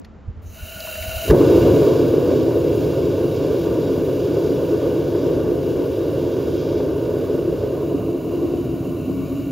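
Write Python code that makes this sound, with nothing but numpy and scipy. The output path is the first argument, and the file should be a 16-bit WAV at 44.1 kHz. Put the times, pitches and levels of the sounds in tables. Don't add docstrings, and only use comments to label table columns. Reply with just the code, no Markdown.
import sys
import numpy as np
from scipy import signal
from scipy.fft import rfft, irfft
from scipy.io import wavfile
from scipy.ndimage import uniform_filter1d

SR = 44100
rng = np.random.default_rng(int(sys.argv[2]) if len(sys.argv) > 2 else 0)


def store_wav(level_fs):
    pcm = np.round(np.clip(np.atleast_2d(level_fs), -1, 1) * 32767)
    wavfile.write(sys.argv[1], SR, pcm.T.astype(np.int16))


def elevation(decibels):
    levels = np.asarray(decibels, float)
    return 10 ** (levels / 20)


N = 419391
T = np.arange(N) / SR
LIT_S = 1.312

# (time [s], level #
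# [dB])
FLOW = [(0.42, -64), (0.46, -61.5), (0.55, -50.5), (0.686, -45), (0.86, -40), (1.2, -36.5), (1.294, -36),
        (1.324, -44.5), (1.76, -45), (2.26, -50), (3.13, -50.5), (5.89, -53), (7.1, -54), (9.51, -54.5)]
# (time [s], treble [dB], left minus right [dB])
CARRY = [(5.6, -0.5, 1.1), (6.1, -1, -0.3), (6.4, 2.5, -0.5), (6.78, 3, -0.5), (6.9, -5.5, 0.3),
         (7.05, -0.5, -1), (7.58, -1, 0.2), (7.66, -3, -0.6), (9.51, -0.5, 0.5)]


def level(x, db):
    return x * elevation(db) / np.sqrt(np.mean(x ** 2))


def noise():
    return rng.standard_normal(N)


def track(table, before_db=-110.):
    s, *columns = np.transpose(table)
    return [np.interp(T, s, column, left=before_db) for column in columns]


def colour(x, points, skirt_db=-34.5):
    size = 8192
    hz, db = np.transpose(points)
    hz = np.r_[hz[0] / 1.5, hz, hz[-1] * 1.25]
    db = np.r_[db[0] + skirt_db, db, db[-1] + skirt_db]
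    bins_hz = np.fft.rfftfreq(size, 1 / SR)
    log_gain = np.interp(np.log(bins_hz + 1), np.log(hz), db) * np.log(10) / 20
    cepstrum = irfft(log_gain)
    cepstrum[1:size // 2] *= 2
    cepstrum[size // 2 + 1:] = 0
    response = irfft(np.exp(rfft(cepstrum)))
    return signal.fftconvolve(x, response)[:len(x)]


def ring(x, hz, width_hz):
    return signal.lfilter(*signal.iirpeak(hz, hz / width_hz, fs=SR), x)


def ring_twice(x, hz, width_hz):
    return ring(ring(x, hz, width_hz), hz, width_hz)


def walk(rate_hz):
    hold = int(SR / rate_hz)
    steps = np.repeat(rng.standard_normal(N // hold + 1), hold)
    return 0.65 * uniform_filter1d(uniform_filter1d(steps, hold), hold)[:N]


def steady(x, span_s):
    span = int(span_s * SR)
    power = uniform_filter1d(uniform_filter1d(x ** 2, span), span)
    return x / np.sqrt(power + 1e-18)


def eddies(rate_hz, scatter_db, tail_s, share):
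    kicks = (rng.random(N) < rate_hz / SR) * elevation(scatter_db * rng.exponential(size=N))
    puff = signal.lfilter([1], [1, -np.exp(-1 / (tail_s * SR))], kicks)
    return (1 + share * puff / np.mean(puff)) * noise()


def yard():
    # (frequency [Hz], level [dB per Hz])
    hum_colour = [(76, -29.5), (130, -7), (168, -7.5), (209, -3), (314, -13), (464, -13.5), (1050, -23),
                  (1350, -23), (1420, -25.5), (6020, -47.5), (7500, -48.5), (9750, -85), (16500, -120)]
    mid, side = (level(colour(elevation(2.6 * walk(5.6)) * noise(), hum_colour, skirt_db=-36.0), db)
                 for db in (-47.4, -54.5))
    low_pass = signal.butter(8, 1600., fs=SR, output="sos")
    return mid, signal.sosfilt(low_pass, side)


def wind():
    # (time [s], peak [dB], rise and fall [dB per s])
    gusts = [
        (0.292, -21, 600),
        (0.377, -30.5, 300),
        (0.47, -32.5, 125),
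        (0.636, -26.5, 596),
        (1.02, -30.5, 200),
        (1.092, -23, 696),
        (1.17, -25.5, 305),
    ]
    # (frequency [Hz], level [dB per Hz])
    thud_colour = [(12, -38.5), (20, -8), (59, -9), (80, -5), (97, -11), (162, -37), (200, -44.5),
                   (260, -66), (440, -120)]
    peaks = [db - slope * np.abs(T - s) for s, db, slope in gusts]
    breeze_db = np.where(T < LIT_S, -44, -60.5)
    gust_db = np.max(peaks + [breeze_db], axis=0)
    return [steady(colour(noise(), thud_colour), 0.027) * elevation(gust_db + db) for db in (0.1, -12.0)]


def echo(forge):
    # (frequency [Hz], gain [dB])
    walls = [(40, -23.5), (110, -37), (200, -9), (380, -17.5), (700, -11), (1300, -20), (1600, -19),
             (1900, -37), (2800, -22), (6000, -31.5)]
    shimmer = np.array([walk(9.1) for _ in range(6)])
    shimmer /= np.sqrt(np.sum(shimmer ** 2, axis=0))
    lags = rng.integers(100, 1200, size=6)
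    copies = sum(np.roll(forge, lag) * weight for lag, weight in zip(lags, shimmer))
    return colour(copies, walls)


def ticks():
    # (time [s], peak [dB], pitch [Hz], 60 dB decay [s])
    tick_events = [(0.016, -51, 5150, 0.018), (0.047, -41, 4300, .03), (0.048, -43, 2000, 0.06),
                   (0.804, -26, 4800, 0.025), (0.872, -31, 1050, .04), (0.954, -30, 1700, .03),
                   (1.024, -28, 2100, .04), (1.025, -30, 4500, .03), (1.301, -18.5, 1700, 0.06),
                   (1.308, -17.5, 1280, 0.022), (1.308, -29, 4500, 0.036)]
    out = np.zeros(N)
    t = np.arange(int(0.1 * SR)) / SR
    for s, db, hz, t60 in tick_events:
        decay = np.exp(-np.log(1000) * t / t60)
        burst = ring(rng.standard_normal(len(t)), hz, 0.23 * hz) * decay
        out[int(s * SR):][:len(t)] += elevation(db) * burst / np.max(np.abs(burst))
    return out


def valve():
    start_s, hold_s, edge_db_per_s = 0.47, 0.13, 600.
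    squeal = ring(ring(noise(), 6600.0, 500.), 6000.0, 500.)
    t = T - start_s
    outside_s = np.clip(np.maximum(-t, t - hold_s), 0, 1)
    return level(squeal, 0.1) * elevation(-57.5 - edge_db_per_s * outside_s)


def stall_db():
    late = (T - LIT_S) / 0.071
    return -5.5 * (late > 0) * np.clip(1 - late ** 4, 0, 1)


def drone():
    air = noise()
    note = ring(ring(air, 639.0, 57.0), 631.0, 62.0)
    note = note + elevation(-12.5) * ring_twice(air, 536.0, 92.0)
    flutter = level(ring(air, 280., 250.), -16.0)
    full_flow_db = -36
    cold_db = -31.5 + 1.55 * (track(FLOW)[0] - full_flow_db)
    lit_db = -44.5
    return (steady(note, 0.12) + flutter) * elevation(np.where(T < LIT_S, cold_db, lit_db))


def jet():
    # (frequency [Hz], width [Hz], level [dB])
    tube_modes = [(1453, 63, 3), (1824, 210, -16), (2347, 71, -9.5), (2786, 118, 0), (2922, 168, -0.5),
                  (4130, 260, -16), (4790, 250, -15.5), (6760, 170, -15.5)]
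    # (frequency [Hz], level [dB per Hz])
    nozzle = [(300, -33.5), (1000, -25), (2500, -10.5), (3100, -7.5), (3450, -26.5), (3800, -8.5),
              (5000, -14.5), (7000, -4), (9000, -2), (12000, -12), (12800, -8.5), (13400, -12),
              (15500, -11.5), (16000, -1.5)]
    port_lag_s, side_from_hz, side_top_hz = 5.8e-5, 6970, 13900
    hiss_db = track(FLOW)[0]
    weak_db = np.minimum(hiss_db + 49, 0) * (T < LIT_S)
    tube_db = hiss_db - 0.7 + 2 * weak_db + stall_db()

    flow = elevation(0.88 * walk(11) + 0.5 * walk(40))
    air = flow * eddies(300, 0.85, 0.0034, share=0.13)
    tube = sum(elevation(db) * ring_twice(air, hz, 1.46 * width) for hz, width, db in tube_modes)

    stray = flow * noise()
    hiss, other = (rfft(level(colour(x, nozzle), 9.4) * elevation(hiss_db)) for x in (air, air + 1.2 * stray))
    hz = np.fft.rfftfreq(N, 1 / SR)
    turn = np.pi * hz * port_lag_s
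    band = 1 / (1 + (side_from_hz / (hz + 1)) ** 40) / (1 + (hz / side_top_hz) ** 60)
    tilt = (hz / 10200.0) ** 1.8
    mid = irfft(hiss * np.cos(turn), N)
    side = irfft(-1j * other * np.sin(turn) * band * tilt, N)
    return level(tube, 0.86) * elevation(tube_db) + mid, side * elevation(-6.0)


def blast():
    # (time [s], level [dB], pitch [Hz], length [cycles])
    swings = [
        (0.76, -27.5, 131, 0.88),
        (1.296, -5.5, 76, 2.2),
        (1.312, -5.5, 62, 1.5),
        (1.303, -16, 140, 1),
        (1.318, -6.5, 151, 3.8),
        (1.316, -14.5, 350, 2.3),
        (1.338, -1.5, 340, 1.5),
        (1.347, -4, 480, 2.2),
    ]
    out = np.zeros(N)
    t = np.arange(int(0.2 * SR)) / SR
    for s, db, hz, cycles in swings:
        rise = 1 - np.exp(-6.0 * hz * t)
        fall = np.exp(-(hz * t / cycles) ** 2 * 2)
        out[int(s * SR):][:len(t)] += elevation(db) * np.sin(2 * np.pi * hz * t) * rise * fall
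    return out


def pot_modes(x):
    # (frequency [Hz], width [Hz], level [dB])
    modes = [(283, 36, -7.5), (348, 24, -1), (422.4, 31.5, -3), (940, 51, -2.5), (2720, 360, -4),
             (3764, 39, 4.5), (4730, 82, -5)]
    return x + sum(elevation(db) * ring(x, hz, width) for hz, width, db in modes)


def flame_rumble(lid, catch_db):
    # (frequency [Hz], level [dB per Hz])
    rumble_colour = [(13, -71.5), (22, -50), (36, -18.5), (69, -5), (91, 0.5), (151, 1), (215, -11),
                     (280, -21), (470, -120)]
    kick_db = 4 * np.exp(-(np.maximum(T - LIT_S, 0) / 0.024) ** 2)
    rumble_db = track(FLOW)[0] + 23.5 - 0.5 * lid + 2 * walk(8) + kick_db + catch_db
    rumble = steady(colour(noise(), rumble_colour), 0.089)
    return rumble * elevation(np.minimum(rumble_db, -17))


def flame_rush(lid, catch_db, surge):
    # (frequency [Hz], level [dB per Hz])
    rush_open = [(1180, -49.5), (2000, -31), (2210, -0.5), (2400, -2), (2720, -14), (3020, -8.5), (3250, 4),
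                 (3760, -2), (4090, -6.5), (4810, 0), (6250, -6.5), (6870, -8.5), (7600, -15.5),
                 (9880, -61.5), (16700, -120)]
    rush_covered = [(1000, -42), (1700, -14), (1860, -19.5), (2050, -23), (2240, 7.5), (2520, 0.5),
                    (2840, -5), (3030, -7), (3220, -22.5), (3990, -6), (5770, -22.5), (6830, 0),
                    (7600, -10.5), (9880, -51), (16700, -120)]
    rush_db = track(FLOW)[0] + 3 - 6.5 * lid + 3 * walk(9) + stall_db() + catch_db
    flare_db = 1.5 / (1 + np.exp(np.minimum((T - 2.1) / 0.03, 50)))
    rush_db = rush_db + track(CARRY, before_db=0)[0] + flare_db
    rush = elevation(0.35 * surge + 0.48 * walk(25)) * eddies(360, 2.4, 0.0041, share=0.23)
    rush = pot_modes(rush)
    fizz = sum(weight ** 0.43 * level(colour(rush, points), 1.5)
               for weight, points in ((1 - lid, rush_open), (lid, rush_covered)))
    return steady(fizz, 0.33) * elevation(rush_db + 0.5)


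def flame_roar(lid, catch_db, surge):
    # (time [s], level [dB])
    burn_curve = [(1.312, -9), (1.376, -12.5), (1.41, -11), (2.0, -14), (2.1, -15.5), (2.94, -19),
                  (3.5, -19), (4.22, -19.5), (4.5, -18), (6.1, -21), (6.6, -21), (6.9, -19.5), (7.0, -20.5),
                  (8.23, -21.5), (8.43, -17.5), (8.72, -20.5), (9.1, -19.5), (9.51, -20.5)]
    # (time [s], peak [dB])
    pop_events = [(1.578, -0.5), (1.786, -9.5), (1.906, -7), (2.138, -4), (2.18, -6), (2.336, -4.5),
                  (2.585, -15), (2.713, -10), (2.976, -10), (3.376, -11), (3.447, -7.5), (3.544, -10.5),
                  (3.733, -14.5), (3.893, -14), (4.503, -9.5), (4.891, -14), (5.232, -10), (5.323, -10.5),
                  (6.245, -16.5), (6.481, -12.5), (7.349, -8.5), (7.476, -12), (7.527, -10.5), (7.636, -10),
                  (7.945, -10.5), (8.145, -11), (8.337, -14), (8.537, -8.5), (8.656, -12.5), (9.096, -6)]
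    # (frequency [Hz], level [dB per Hz])
    pot_open = [(110, -61), (190, -16), (214, -25.5), (259, -4.5), (302, -5.5), (337, -2), (425, -2.5),
                (541, -5.5), (784, -28.5), (959, -27.5), (1200, -28.5), (1320, -42), (1480, -29.5),
                (1940, -46.5), (2100, -43.5), (2730, -69), (4620, -120)]
    pot_half = [(110, -38.5), (190, -9.5), (217, -20.5), (262, -1.5), (308, -4.5), (344, 0.5), (373, -7.5),
                (438, -7.5), (484, -14), (738, -21), (824, -41.5), (1040, -25.5), (1510, -44.5),
                (1820, -62), (2100, -51.5), (2730, -86.5), (4620, -120)]
    pot_covered = [(110, -39), (190, -1.5), (217, -20), (276, 5), (447, -28), (514, -22), (557, -12),
                   (695, -44), (876, -38), (978, -36), (1160, -24), (1320, -47), (1510, -33.5), (1600, -64),
                   (2100, -86), (2730, -85), (4620, -120)]
    strength_db = track(burn_curve, before_db=burn_curve[0][1])[0]
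    roar_db = strength_db - 6.5 * lid + 1.54 * walk(9) + catch_db
    burn = elevation(0.5 * surge) * eddies(60, 3.7, 0.011, share=0.077)
    pop_s, pop_db = np.transpose(pop_events)
    at = (pop_s * SR).astype(int)
    pops = np.zeros(N)
    pops[at] = elevation(pop_db - roar_db[at] + 21.0)
    burn = pot_modes(burn + uniform_filter1d(pops, size=36))
    stages = np.clip(1 - np.abs(2 * lid - np.arange(3)[:, None]), 0, 1)
    roar = sum(weight * level(colour(burn, points), 0.1)
               for weight, points in zip(stages, (pot_open, pot_half, pot_covered)))
    return steady(roar, 0.15) * elevation(roar_db)


def flame():
    # (time [s], mouth covered [0-1])
    lid_curve = [
        (0, 0.14),
        (6.6, 0),
        (7.6, 0.11),
        (8.0, 0.38),
        (8.6, 0.43),
        (9.0, 0.72),
        (9.51, 0.83),
    ]
    lid = np.clip(track(lid_curve)[0], 0, 1)
    catch_db = -520. 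* np.maximum(LIT_S - T, 0)
    surge = walk(17)
    return flame_roar(lid, catch_db, surge) + flame_rumble(lid, catch_db) + flame_rush(lid, catch_db, surge)


def scene():
    hum, hum_side = yard()
    gust, gust_side = wind()
    gas, gas_side = jet()
    forge = gas + drone() + flame() + blast() + ticks() + valve()
    mid = forge + gust + hum
    side = gas_side + echo(forge) + gust_side + hum_side
    tilt = elevation(track(CARRY, before_db=0)[1] / 2)
    return np.array([(mid + side) * tilt, (mid - side) / tilt])


def top_cut(x):
    return signal.sosfilt(signal.butter(12, 16380, fs=SR, output="sos"), x)


def record(dry):
    # (frequency [Hz], gain [dB])
    sum_colour = [(10, -22), (30, -6), (50, 0), (7550, 0), (7700, -45), (9150, -45), (9350, -12), (9800, 0),
                  (15650, 0), (15750, -60)]
    left, right = np.tanh(0.81 * dry) / 0.77
    hz = np.fft.rfftfreq(N, 1 / SR)
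    gain = elevation(np.interp(hz, *np.transpose(sum_colour)))
    mid = irfft(rfft(left + right) / 2 * gain, N)
    side = (left - right) / 2
    return top_cut(np.array([mid + side, mid - side]))


dry = scene()
out = record(dry)
store_wav(out)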